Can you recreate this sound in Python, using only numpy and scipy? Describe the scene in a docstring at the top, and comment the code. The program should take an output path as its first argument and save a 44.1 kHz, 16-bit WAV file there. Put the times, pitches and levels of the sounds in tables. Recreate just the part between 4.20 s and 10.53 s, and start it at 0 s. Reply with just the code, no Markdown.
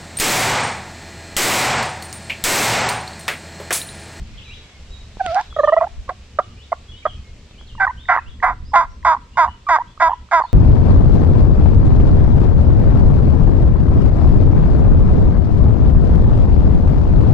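"""Summer woods: from the start a low rumble, leaf hiss, cloth, far songbirds and puffs of wind (shaped noise, whistles).
After a second of these, a hunter close by works a reed turkey call, amid short dry ticks and clicks.
First comes a whine, then a purr, four clucks and nine yelps: the reed sings a clear line or rasps in pulses
through the mouth, and it stutters as most yelps die. Trunks return a faint echo of each call."""
import sys
import numpy as np
from scipy import signal
from scipy.fft import rfft, irfft, next_fast_len
from scipy.io import wavfile
from scipy.ndimage import uniform_filter1d, map_coordinates

SR = 44100
rng = np.random.default_rng(int(sys.argv[2]) if len(sys.argv) > 2 else 0)


def pcm_store(signal):
    """Save signal as 16-bit PCM."""
    levels = np.round(np.clip(np.atleast_2d(signal), -1, 1) * 32767)
    wavfile.write(sys.argv[1], SR, levels.astype(np.int16).T)


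N = 279153
T = np.arange(N) / SR  # time [s]

# the purr, a flutter of short clear notes: (time [s], length [s], first pitch [Hz], held pitch [Hz],
# level [dB], 2nd partial [dB re level], 3rd partial [dB re level])
PURR_NOTES = [(1.363, .011, 640, 623, -19, -6.5, -20.5), (1.386, 0.026, 646, 552, -11, -6.5, -18),
              (1.433, 0.023, 609, 605, -8.5, -10, -16), (1.474, 0.03, 641, 588.6, -11, -3.5, -15.5),
              (1.522, 0.026, 634, 641, -7.5, -16, -17.5), (1.565, 0.028, 636, 675, -9, -17, -20.5),
              (1.611, 0.024, 650, 674.5, -12.5, -23, -25), (1.627, 0.029, 671, 687, -20, -17.5, -28),
              (1.666, 0.012, 768, 822, -26, -21.5, -39)]
# clucks, a clear pip over a dying rasp at half its pitch: (time [s], pip length [s], pitch [Hz],
# tone level [dB], 2nd partial [dB re tone], rasp level [dB])
CLUCK_NOTES = [(1.889, 0.014, 539, -28, 7, -21), (2.186, 0.013, 619.4, -12.5, 1, -19.5),
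               (2.518, 0.018, 684, -15.5, -17, -30), (2.852, 0.019, 621, -16, 0, -24.5)]
# weak outer resonances that give the call its sheen: (centre [Hz], width [Hz], level [dB])
OUTER_RESONANCES = [(330, 200, -39), (2900, 310, -54), (3550, 450, -34), (4886, 480, -37),
                    (6530, 1800, -43.5), (10600, 2800, -89)]


def amp(db):
    """Decibels to a linear factor."""
    return 10 ** (np.asarray(db) / 20)


def unit(x):
    """Scale to rms 1."""
    return x / np.sqrt(np.mean(x ** 2) + 1e-20)


def along(points, hz):
    """Read (frequency [Hz], value) points on a log frequency axis."""
    f, v = np.transpose(points)
    return np.interp(np.log(hz + 1), np.log(f + 1), v)


def curve(points):
    """Join (time [s], value) points by straight lines over the whole scene."""
    return np.interp(T, *np.transpose(points))


def wobble(rate):
    """A smooth random curve, rate knots a second."""
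    return map_coordinates(rng.standard_normal(int(N * rate / SR) + 4), [T * rate])


def note(rows, edge=.002):
    """Sample slice, soft-edged gate (edge in s) and interpolated columns of one note."""
    s, *cols = np.transpose(rows)
    part = slice(int(s[0] * SR), min(int(s[-1] * SR), N))
    t = T[part]
    gate = np.clip(np.minimum(t - s[0], s[-1] - t) / edge, 0, 1)
    return part, gate, [np.interp(t, s, c) for c in cols]


def filtered(x, response):
    """Filter x by a complex response of frequency."""
    m = next_fast_len(N + SR // 2)
    return irfft(rfft(x, m) * response(np.fft.rfftfreq(m, 1 / SR)), m)[..., :N]


def ringing(modes, f):
    """Response of steep resonances: each is applied twice, neighbours in opposite sign."""
    total = 0
    for k, (centre, width, db) in enumerate(modes):
        mode = 1j * f * width / (centre ** 2 - f ** 2 + 1j * f * width)
        total = total + (-1) ** k * amp(db) * mode ** 2
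    return total


def rush(spectrum, patchy_db):
    """Stereo noise with patches of random gain over time and frequency; mid has rms 1."""
    # stereo width: (frequency [Hz], side over mid [dB])
    side_spread = [(25, -21.5), (60, -23.5), (200, -15), (800, -10), (2900, -4), (6000, -0.5), (12000, 1)]
    z = signal.stft(rng.standard_normal((2, N)), nperseg=512)[2]
    field = uniform_filter1d(rng.standard_normal(z.shape[1:]), 6, axis=0)
    field = uniform_filter1d(field, 10, axis=1)
    pair = signal.istft(z * amp(patchy_db * unit(field)), nperseg=512)[1][:, :N]

    def mid_side(hz):
        return amp(along(spectrum, hz)) * [np.ones_like(hz), amp(along(side_spread, hz))]

    mid, side = filtered(pair, mid_side)
    return np.array([mid + side, mid - side]) / np.std(mid)


def woods(x, t60, gap):
    """Trunks scatter sound into a decaying noise tail that swells over gap [s], thin in bass and treble."""
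    t = np.arange(SR // 2) / SR
    tail = rng.standard_normal((2, len(t))) * amp(-60 * t / t60) * np.clip(t / gap, 0, 1) ** 2
    wet = signal.fftconvolve(x[None], tail / np.linalg.norm(tail[0]), axes=1)[:, :N]

    def tone(hz):
        low_cut = (hz / 1300) ** 2 / (1 + (hz / 1300) ** 2)
        return low_cut / (1 + (hz / 5000) ** 2)

    return filtered(wet, tone)


def air():
    """A lumpy low rumble and the hiss of leaves, both noise of slowly moving level."""
    # rumble before a 0.5 dB lift: (time [s], level [dB])
    rumble_level = [(0.0, -34.5), (0.09, -39.5), (1.57, -40), (1.73, -39), (2.11, -39), (4.58, -37.5),
                    (5.38, -41), (6.33, -43)]
    # rumble colour: (frequency [Hz], relative density [dB per Hz])
    rumble_colour = [(8, -30), (20, 2), (55, -2), (66, 4), (74, 2.5), (84, -1), (105, -10), (119, -2),
                     (133, -14), (210, -13), (330, -23), (600, -32), (1100, -120)]
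    # leaf hiss dies down: (time [s], level [dB])
    hiss_level = [(0, -51.5), (3, -54), (4.6, -57.5), (6.33, -56.5)]
    # leaf colour: (frequency [Hz], relative density [dB per Hz])
    leaf_colour = [(150, -25.5), (400, 3.5), (800, -2.5), (1500, -4.5), (2500, -2), (4000, -4.5),
                   (5500, -8.5), (7800, -13), (9000, -23.5), (12500, -33), (14000, -52.5), (16000, -90)]
    rumble_db = curve(rumble_level) + 0.5 + 0.4 * wobble(15)
    rumble = amp(rumble_db) * rush(rumble_colour, patchy_db=3)
    hiss_db = curve(hiss_level) + .6 * wobble(1.5)
    return rumble + amp(hiss_db) * rush(leaf_colour, patchy_db=.8)


def rustle():
    """Cloth rubs in clumps of fine crackle: patchy noise under a restless gain."""
    # cloth rubbing: (time [s], length [s], level [dB])
    rubs = [(0, 0.594, -54), (0.962, 0.35, -41.5)]
    # cloth colour: (frequency [Hz], relative density [dB per Hz])
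    cloth_colour = [(300, -33), (800, -0.5), (2000, 1), (3500, 2), (5500, -7.5), (7500, -21), (10000, -31),
                    (13000, -29.5), (16000, -73.5)]
    level = np.zeros(N)
    for s, length, db in rubs:
        part, gate, _ = note([(s,), (s + length,)], edge=0.15)
        level[part] = gate * amp(db)
    return level * amp(1.5 * wobble(60)) * rush(cloth_colour, patchy_db=2)


def birds():
    """Far songbirds: thin gliding whistles, blurred by the woods, each with its own phase between the ears."""
    # one row a note: (time [s], length [s], first pitch [Hz], middle pitch [Hz], last pitch [Hz], level [dB])
    song_notes = [(0.058, 0.19, 2700, 2046, 2210, -57.5), (0.171, .018, 3050, 3450, 3600, -41.5),
                  (0.179, 0.027, 3640, 2900, 2440, -42.5), (0.214, 0.032, 2430, 3380, 3550, -39),
                  (.24, .16, 3950, 3850, 3850, -50), (0.253, 0.053, 2630, 2360, 2330, -48),
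                  (0.293, 0.059, 2400, 2900, 3620, -42), (.36, 0.17, 3400, 3346, 3340, -56.5),
                  (0.403, .2, 2280, 2200, 2110, -60.5), (.7, 0.11, 3850, 3810, 3803, -49),
                  (1.17, .13, 3820, 3930, 3840, -54), (1.3, 0.064, 3400, 3355, 3180, -45),
                  (1.341, 0.093, 3520, 3930, 4170, -50), (1.362, 0.11, 6920, 6380, 5900, -56),
                  (1.44, 0.061, 3550, 3150, 2770, -44.5), (1.53, .06, 2800, 3480, 3400, -54.5),
                  (1.574, 0.035, 2520, 2410, 2330, -47.5), (2.114, 0.22, 2920, 2920, 2890, -60.5),
                  (2.208, 0.033, 3200, 3510, 3880, -52.5), (2.368, 0.079, 2330, 3100, 3970, -49),
                  (2.68, 0.06, 3305, 3360, 2750, -45), (2.733, .065, 2820, 3027, 3330, -49),
                  (2.738, 0.072, 3140, 3740, 3850, -53.5), (2.822, 0.021, 2250, 2450, 2540, -44.5),
                  (2.856, .055, 2650, 3480, 2550, -43), (2.95, 0.06, 2610, 2550, 2535, -61),
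                  (3.295, 0.032, 3600, 3560, 3400, -54), (3.328, .06, 3080, 2380, 2310, -57.5),
                  (3.376, .035, 2960, 3310, 3550, -45.5), (3.468, 0.042, 4800, 3410, 2900, -47),
                  (3.512, 0.074, 2860, 2834, 2810, -51), (3.02, 0.1, 2165, 2155, 2160, -64.5),
                  (3.769, 0.14, 2900, 3830, 3490, -49.5), (3.837, 0.17, 3810, 2750, 2477, -50.5),
                  (4.054, 0.086, 2500, 3450, 3320, -51), (4.447, 0.073, 4570, 5160, 5330, -56.5),
                  (4.694, 0.056, 5010, 5910, 5830, -62.5), (5.13, 0.038, 2780, 2830, 2930, -52.5),
                  (5.268, 0.052, 2720, 2960, 2810, -50), (5.67, 0.044, 3070, 3420, 3450, -53.5),
                  (5.885, 0.059, 3700, 2800, 3640, -51), (6.209, 0.056, 4600, 4340, 4220, -52.5),
                  (6.259, .07, 3430, 3720, 4020, -54)]
    out = np.zeros((2, N))
    flutter, waver = amp(2.4 * wobble(60)), wobble(90)
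    for s, length, *hzs, db in song_notes:
        times = s + length * np.arange(3) / 2
        part, gate, (hz,) = note(list(zip(times, hzs)), edge=.007)
        glide = np.abs(np.gradient(hz)) * SR / 17000  # moving notes waver, held ones stay thin
        pitch = hz * (1 + (.001 + .04 * np.clip(glide, 0, 1)) * waver[part])
        ear_phase = [[0], [rng.normal(0, 1)]]
        whistle = np.sin(2 * np.pi * np.cumsum(pitch) / SR + ear_phase)
        out[:, part] += amp(db) * gate * flutter[part] * whistle
    return out + amp(6.5) * woods(out.mean(0), t60=.35, gap=.005)


def puffs():
    """Wind thumps the microphone ports: low noise, separate in each, swelling and falling together."""
    # (time [s], length [s], level [dB])
    gusts = [(0.062, 0.17, -37), (1.7, 0.15, -28.5), (4.03, 0.13, -31), (4.177, .18, -37.5),
             (4.381, .1, -32), (4.52, 0.26, -33.5), (4.796, 0.11, -40)]
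    # thump colour: (frequency [Hz], relative density [dB per Hz])
    thump_colour = [(8, -7), (20, 2), (45, -1.5), (90, -11), (200, -34.5), (500, -120)]
    level = np.zeros(N)
    for s, length, db in gusts:
        part, gate, _ = note([(s,), (s + length,)], edge=length / 2)
        level[part] += gate * amp(db)
    return level * unit(filtered(rng.standard_normal((2, N)), lambda hz: amp(along(thump_colour, hz))))


def ticks():
    """Short dry ticks and clicks, some of them during the calls: noise dying within a few milliseconds."""
    # each dulled by its own low-pass: (time [s], peak level [dB], low-pass corner [Hz])
    clicks = [(0.97, -25, 930), (1.063, -9.5, 4730), (1.083, -39, 5000), (1.146, -14.5, 5540),
              (1.154, -20, 5000), (1.161, -41, 5560), (1.212, -18.5, 5480), (1.894, -24, 3500),
              (3.311, -32.5, 1960), (3.412, -33, 2200), (4.245, -29, 10840), (4.28, -36.5, 10060)]
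    out, t = np.zeros(N), np.arange(300) / SR
    for s, db, hz in clicks:
        burst = rng.standard_normal(300) * amp(-60 * t / 0.0036)
        click = signal.lfilter(*signal.butter(4, hz, fs=SR), burst)
        out[int(s * SR):][:300] += amp(db) * click / abs(click).max()
    return out


def short(shape, s, length, first_hz, held_hz, db, second_db, third_db):
    """Rows of one short clear note that swells, holds and dies with drooping pitch."""
    swell, hold, start_db, end_db, droop = shape
    glide = (held_hz - first_hz) / (swell + hold)
    knots = [(0, first_hz, start_db), (swell, first_hz + swell * glide, 0),
             (swell + hold, held_hz, 0), (1, held_hz * (1 - droop), end_db)]
    return [(s + u * length, hz, db + d, db + second_db + d, db + third_db + d) for u, hz, d in knots]


def clear_notes():
    """All that the reed sings clear: rows (time [s], pitch [Hz], levels of three partials [dB])."""
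    # the whine, one long note: (time [s], pitch [Hz], level [dB], 2nd partial [dB], 3rd partial [dB])
    whine = [(0.995, 790, -35, -56.5, -71), (1.005, 805, -21.5, -25, -44.5), (1.013, 771, -11, -31, -46.5),
             (1.029, 752.5, -38.5, -53.5, -84), (1.059, 739, -21.5, -34, -55),
             (1.083, 666, -26, -31.5, -39.5), (1.115, 661.5, -21.5, -36, -68),
             (1.147, 736.6, -21.5, -46, -61), (1.163, 743, -12.5, -31.5, -50.5),
             (1.191, 832, -16, -28, -57), (1.209, 913, -23.5, -38.5, -62.5), (1.225, 1020, -44, -88, -69)]
    # faint tone under the purr: (time [s], pitch [Hz], level [dB], 2nd partial [dB], 3rd partial [dB])
    murmur = [(1.374, 610, -30.5, -35.5, -57), (1.614, 617, -34, -39.5, -70.5)]
    # clear squeaks at and along the yelps: (time [s], length [s], first pitch [Hz], held pitch [Hz],
    # level [dB], 2nd partial [dB re level], 3rd partial [dB re level])
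    squeaks = [(3.578, .021, 997, 817, -37, -7.5, -33), (3.598, 0.056, 777.7, 756.6, -21, 7, -17),
               (3.684, 0.028, 908, 1038, -23.5, -16.5, -39.5),
               (4.533, 0.029, 864, 807, -12.5, -24.5, -44.5), (5.466, 0.022, 1188, 1170, -23, -25, -56.5),
               (5.594, 0.028, 890, 1010, -21.5, -25, -47)]
    # note shapes: (swell [share of length], hold [share of length], start level [dB], end level [dB],
    # pitch lost at the end [share])
    purr_shape = (.27, .42, -11, -14, .06)
    cluck_shape = (0.17, 0.5, -19, -18.5, 0.37)
    squeak_shape = (0.23, 0.82, -10.5, -20, 0.32)
    purr = [short(purr_shape, *row) for row in PURR_NOTES]
    clucks = [short(cluck_shape, s, length, hz, hz, db, second_db, third_db=-18.5)
              for s, length, hz, db, second_db, _ in CLUCK_NOTES]
    return [whine, murmur] + purr + clucks + [short(squeak_shape, *row) for row in squeaks]


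def clear():
    """A steady reed: three partials on one slightly unsteady pitch, with a trace of leaking air."""
    out, breathy = np.zeros(N), np.zeros(N)
    shake = 1 + 0.021 * wobble(150)
    for rows in clear_notes():
        part, gate, (hz, *levels) = note(rows)
        phase = 2 * np.pi * np.cumsum(hz * shake[part]) / SR
        partials = sum(amp(db) * np.sin((k + 1) * phase + k) for k, db in enumerate(levels))
        out[part] -= gate * np.sqrt(2) * partials
        breathy[part] += gate * amp(levels[1]) * (1 + np.cos(phase)) ** 2
    leak = breathy * rng.standard_normal(N)
    return out + amp(7) * filtered(leak, lambda f: ringing(OUTER_RESONANCES, f))


def yelp(s, length, release, first_hz, last_hz, db, bite_db, tire_db, chest_db, bright_db, darken_db, rough):
    """Rows of one yelp: a hoarse, flat bite, a body that shifts in pitch and level and darkens, a ragged release."""
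    bite_s, settle_s = .016, .006
    release_db, release_rough = -16.5, .65
    # the bite is 5 % flat with 5 dB more chest and roughness .75
    bite = (first_hz * (1 - .05), db + bite_db, chest_db + 5, bright_db, .75)
    end = (chest_db - 6.5, bright_db + darken_db)
    end_s, end_db = s + length - release, db + tire_db
    return [(s, *bite), (s + bite_s, *bite),
            (s + bite_s + settle_s, first_hz, db, chest_db, bright_db, rough),
            (end_s - settle_s / 2, last_hz, end_db, *end, rough),
            (end_s, last_hz, end_db, *end, release_rough),
            (s + length, last_hz, end_db + release_db, *end, release_rough)]


def rasp_notes():
    """All rasps: rows (time [s], pulse rate [Hz], mouth [dB], chest [dB], brightness [dB], roughness [0-1])."""
    # the whine and the purr turn hoarse: (time [s], length [s], pulse rate [Hz], mouth [dB], brightness [dB])
    hoarse_ends = [(1.154, 0.047, 259.8, -26.5, -4), (1.603, 0.044, 330, -26, -23)]
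    # yelps: (time [s], length [s], release [s], first pulse rate [Hz], last pulse rate [Hz], mouth [dB],
    # bite [dB], tiring [dB], chest [dB], brightness [dB], darkening [dB], roughness [0-1])
    yelps = [(3.598, 0.063, 0.01, 386.8, 396, -20.5, -2, -5.5, -12, 3, -4, .4),
             (3.883, 0.084, 0.015, 245.8, 229.7, -15.5, -1.5, -1.5, -5, 3, -5, .45),
             (4.224, 0.11, 0.037, 253.8, 241.7, -15, 1, -1, -6, -0.5, -8, .55),
             (4.535, 0.12, 0.049, 344.5, 336.6, -8, -6.5, -5.5, -13.5, -5, -8, 0.11),
             (4.847, 0.11, 0.026, 337.6, 311.3, -9.5, -1.5, -2.5, -15, -8.5, -11.5, 0.13),
             (5.169, 0.1, .022, 345.5, 298.6, -10.5, -1.5, -1, -12, -6, -13, .06),
             (5.486, .092, 0.015, 340, 302, -12, -0.5, 1, -8.5, -5.5, -4.5, 0.04),
             (5.798, 0.094, 0.01, 335.7, 320, -10.5, -6, -2.5, -3, -2.5, -16, 0.06),
             (6.111, 0.1, .01, 346.4, 308.4, -11.5, -4, -2, -3, -3.5, -13, .05)]
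    clucks, hoarse = [], []
    for s, length, hz, _, _, db in CLUCK_NOTES:
        tail = 1.39 * length  # the rasp outlasts the pip, fading and darkening
        clucks.append([(s + u * tail, hz / 2, db - 11 * u, 2 - 9 * u, -4.5 * (1 + u), .75) for u in (0, 1)])
    for s, length, hz, db, bright_db in hoarse_ends:
        hoarse.append([(s + u * length, hz, db + u, 0, bright_db, 0.8) for u in (0, 1)])
    return clucks + hoarse + [yelp(*row) for row in yelps]


def rasp():
    """The reed slaps shut once a cycle; the rougher, the more timing and size scatter and extra slaps slip in."""
    # mouth, chest and bright bank, each of rows (centre [Hz], width [Hz], level [dB])
    mouth_banks = [
        [(1010, 312, 0)],
        [(735, 58, 0)],
        [(1383, 65, 14), (1594, 145, 6), (1963, 287, 6.5)],
    ]
    # treble of the rasp, duller on the first three yelps: (time [s], level [dB])
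    treble_level = [(3.4, 0.5), (3.55, -5), (4.35, -6.5), (4.5, 1), (6.33, 1)]
    sheen_follows = 0.31  # share of the brightness dB that the outer resonances and leaking air follow
    drive, breathy = np.zeros((4, N)), np.zeros(N)
    for rows in rasp_notes():
        part, gate, (hz, mouth_db, chest_db, bright_db, rough) = note(rows)
        rough = np.clip(rough, 0, 1)
        half = np.cumsum(2 * hz / SR)  # half cycles passed
        at = np.flatnonzero(np.diff(np.floor(half + .5)))
        luck = rng.standard_normal((120, 2))[:len(at)]
        # every other slap is the extra one, silent in a smooth reed
        strong = np.arange(len(at)) % 2 == 0
        size = np.where(strong, 1, 0.82 * rough[at]) * amp(1.77 * rough[at] * luck[:, 0])
        size = size / np.sqrt(1 + rough[at] ** 2) * np.sqrt(SR / hz[at])
        # scattered slap times, split between the two nearest samples
        exact = np.interp(np.floor(half[at + 1] + .5) - .5, half, np.arange(len(hz)))
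        when = np.clip(exact + 0.168 * rough[at] * luck[:, 1] * SR / hz[at], 0, len(hz) - 2)
        whole, rest = when.astype(int), when % 1
        slaps = np.bincount(whole, size * (1 - rest), len(hz))
        slaps = slaps + np.bincount(whole + 1, size * rest, len(hz))
        sheen_db = mouth_db + sheen_follows * bright_db
        drive[:, part] -= slaps * gate * amp([mouth_db, mouth_db + chest_db, mouth_db + bright_db, sheen_db])
        # air leaks past once a cycle
        breathy[part] += gate * amp(sheen_db) * (.5 + rough) * (1 + np.cos(np.pi * half))
    grid = np.fft.rfftfreq(8192, 1 / SR)

    def banks(f):
        return np.array([ringing(m, f) / np.sqrt(np.mean(abs(ringing(m, grid)) ** 2)) for m in mouth_banks])

    voiced = filtered(drive[:3], banks).sum(0)
    voiced = signal.sosfilt(signal.butter(6, [520, 2280], "band", fs=SR, output="sos"), voiced)
    leak = .1 * breathy * rng.standard_normal(N)
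    treble = (drive[3] + leak) * amp(curve(treble_level))
    return voiced + amp(23) * filtered(treble, lambda f: ringing(OUTER_RESONANCES, f))


def pip(out_s, hz, length):
    """Start sample, envelope and phase of a short tone that swells fast and dies."""
    t = np.arange(int(length * SR)) / SR
    return int(out_s * SR), np.sin(np.pi * (t / length) ** .65) ** 2, 2 * np.pi * hz * t


def slips():
    """Lone slips and catches of the reed ring the mouth for a few cycles."""
    # the reed catching, mostly just before a note: (time [s], level [dB], pitch [Hz], length [s])
    catches = [(1.326, -33, 1250, .005), (1.879, -36, 1100, .01), (1.912, -33, 650, .02),
               (2.213, -33, 1250, .012), (3.551, -34, 1100, .006), (3.855, -37, 1900, .006),
               (4.201, -33, 1900, .008), (4.218, -36, 900, .012), (4.518, -37, 1000, .014),
               (4.828, -36, 1900, .004), (4.834, -38, 1000, .013), (5.155, -40, 1000, .014),
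               (5.775, -32, 1200, .008), (6.088, -39, 1200, .004)]
    # slips as five inner purr notes start: (level [dB])
    purr_slip_db = (-16, -11, -12.5, -10.5, -10)
    # single slips as a call dies: (time [s], level [dB], pitch [Hz], near-octave overtone [dB], length [s])
    dying_slips = [(2.194, -23, 1100, -12, 0.014), (2.527, -9, 1059, -26, 0.0079),
                   (3.667, -8.5, 1130, -30, 0.0091), (3.675, -11.5, 1006, -4.5, 0.011),
                   (3.964, -5.5, 1216, -27.5, 0.0023), (3.973, -11.5, 1020, -3, 0.0053),
                   (3.98, -10, 1156, -21, 0.0055), (3.986, -14, 950, -7, 0.011),
                   (3.992, -24.5, 1034, -7, 0.01), (4.948, -11.5, 1010, -29, 0.0063),
                   (4.965, -21, 1020, -27, 0.012), (5.277, -18, 990, -17.5, .007),
                   (5.284, -16.5, 990, -26, .009), (5.291, -28.5, 929, -18.5, 0.012),
                   (5.585, -12.5, 906, -11, 0.0062), (5.894, -10.5, 920, -20, .009),
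                   (5.906, -12.5, 910, -30, 0.0097), (5.916, -12, 1020, -30, 0.0078),
                   (5.926, -14.5, 987, -28, 0.023), (6.201, -6, 990, -30, 0.0036),
                   (6.211, -10.5, 946, -24, 0.0063), (6.218, -8.5, 1037, -24, 0.0087),
                   (6.237, -15.5, 907, -23, 0.011), (6.243, -21, 977, -26, 0.023)]
    out = np.zeros(N + SR)
    purr_slips = [(row[0], db, 1020, -25, 0.0084) for row, db in zip(PURR_NOTES[2:], purr_slip_db)]
    for s, db, hz, octave_db, length in purr_slips + dying_slips:
        i, shape, phase = pip(s, hz, length)
        tone = np.sin(phase) + amp(octave_db) * np.sin(1.837 * phase) + 0.48 * np.sin(0.898 * phase)
        out[i:i + len(shape)] += amp(db) * shape * tone
    for s, db, hz, length in catches:
        i, shape, phase = pip(s, hz, length)
        out[i:i + len(shape)] += amp(db) * shape * (np.sin(phase) + 0.17 * np.sin(0.56 * phase + 1))
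    return out[:N]


def to_the_right(x):
    """Places a close sound to the right: the right ear hears it louder and 3.2 samples sooner."""
    lag = 3.2 / SR
    side = np.array([[1], [-1]])
    return filtered(x, lambda hz: amp([[-1.9], [1.6]]) * np.exp(-1j * np.pi * hz * lag * side))


def scene():
    """The call and ticks on the right, their woodland bed, and the echo of the call."""
    bed = air() + rustle() + birds() + puffs()
    near_ticks = ticks()
    call = clear() + rasp() + slips()
    echo = amp(-19) * woods(call, t60=.1, gap=.008)  # near trunks
    echo = echo + amp(-19.5) * woods(call, t60=0.46, gap=0.023)  # far trees
    return bed + to_the_right(call + near_ticks) + echo


def record(dry):
    """Peaks round off near full scale; nothing passes above the band limit."""
    held = dry / (1 + abs(dry / 0.93) ** 6) ** (1 / 6)
    return filtered(held, lambda hz: hz < 15200)


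dry = scene()
out = record(dry)
pcm_store(out)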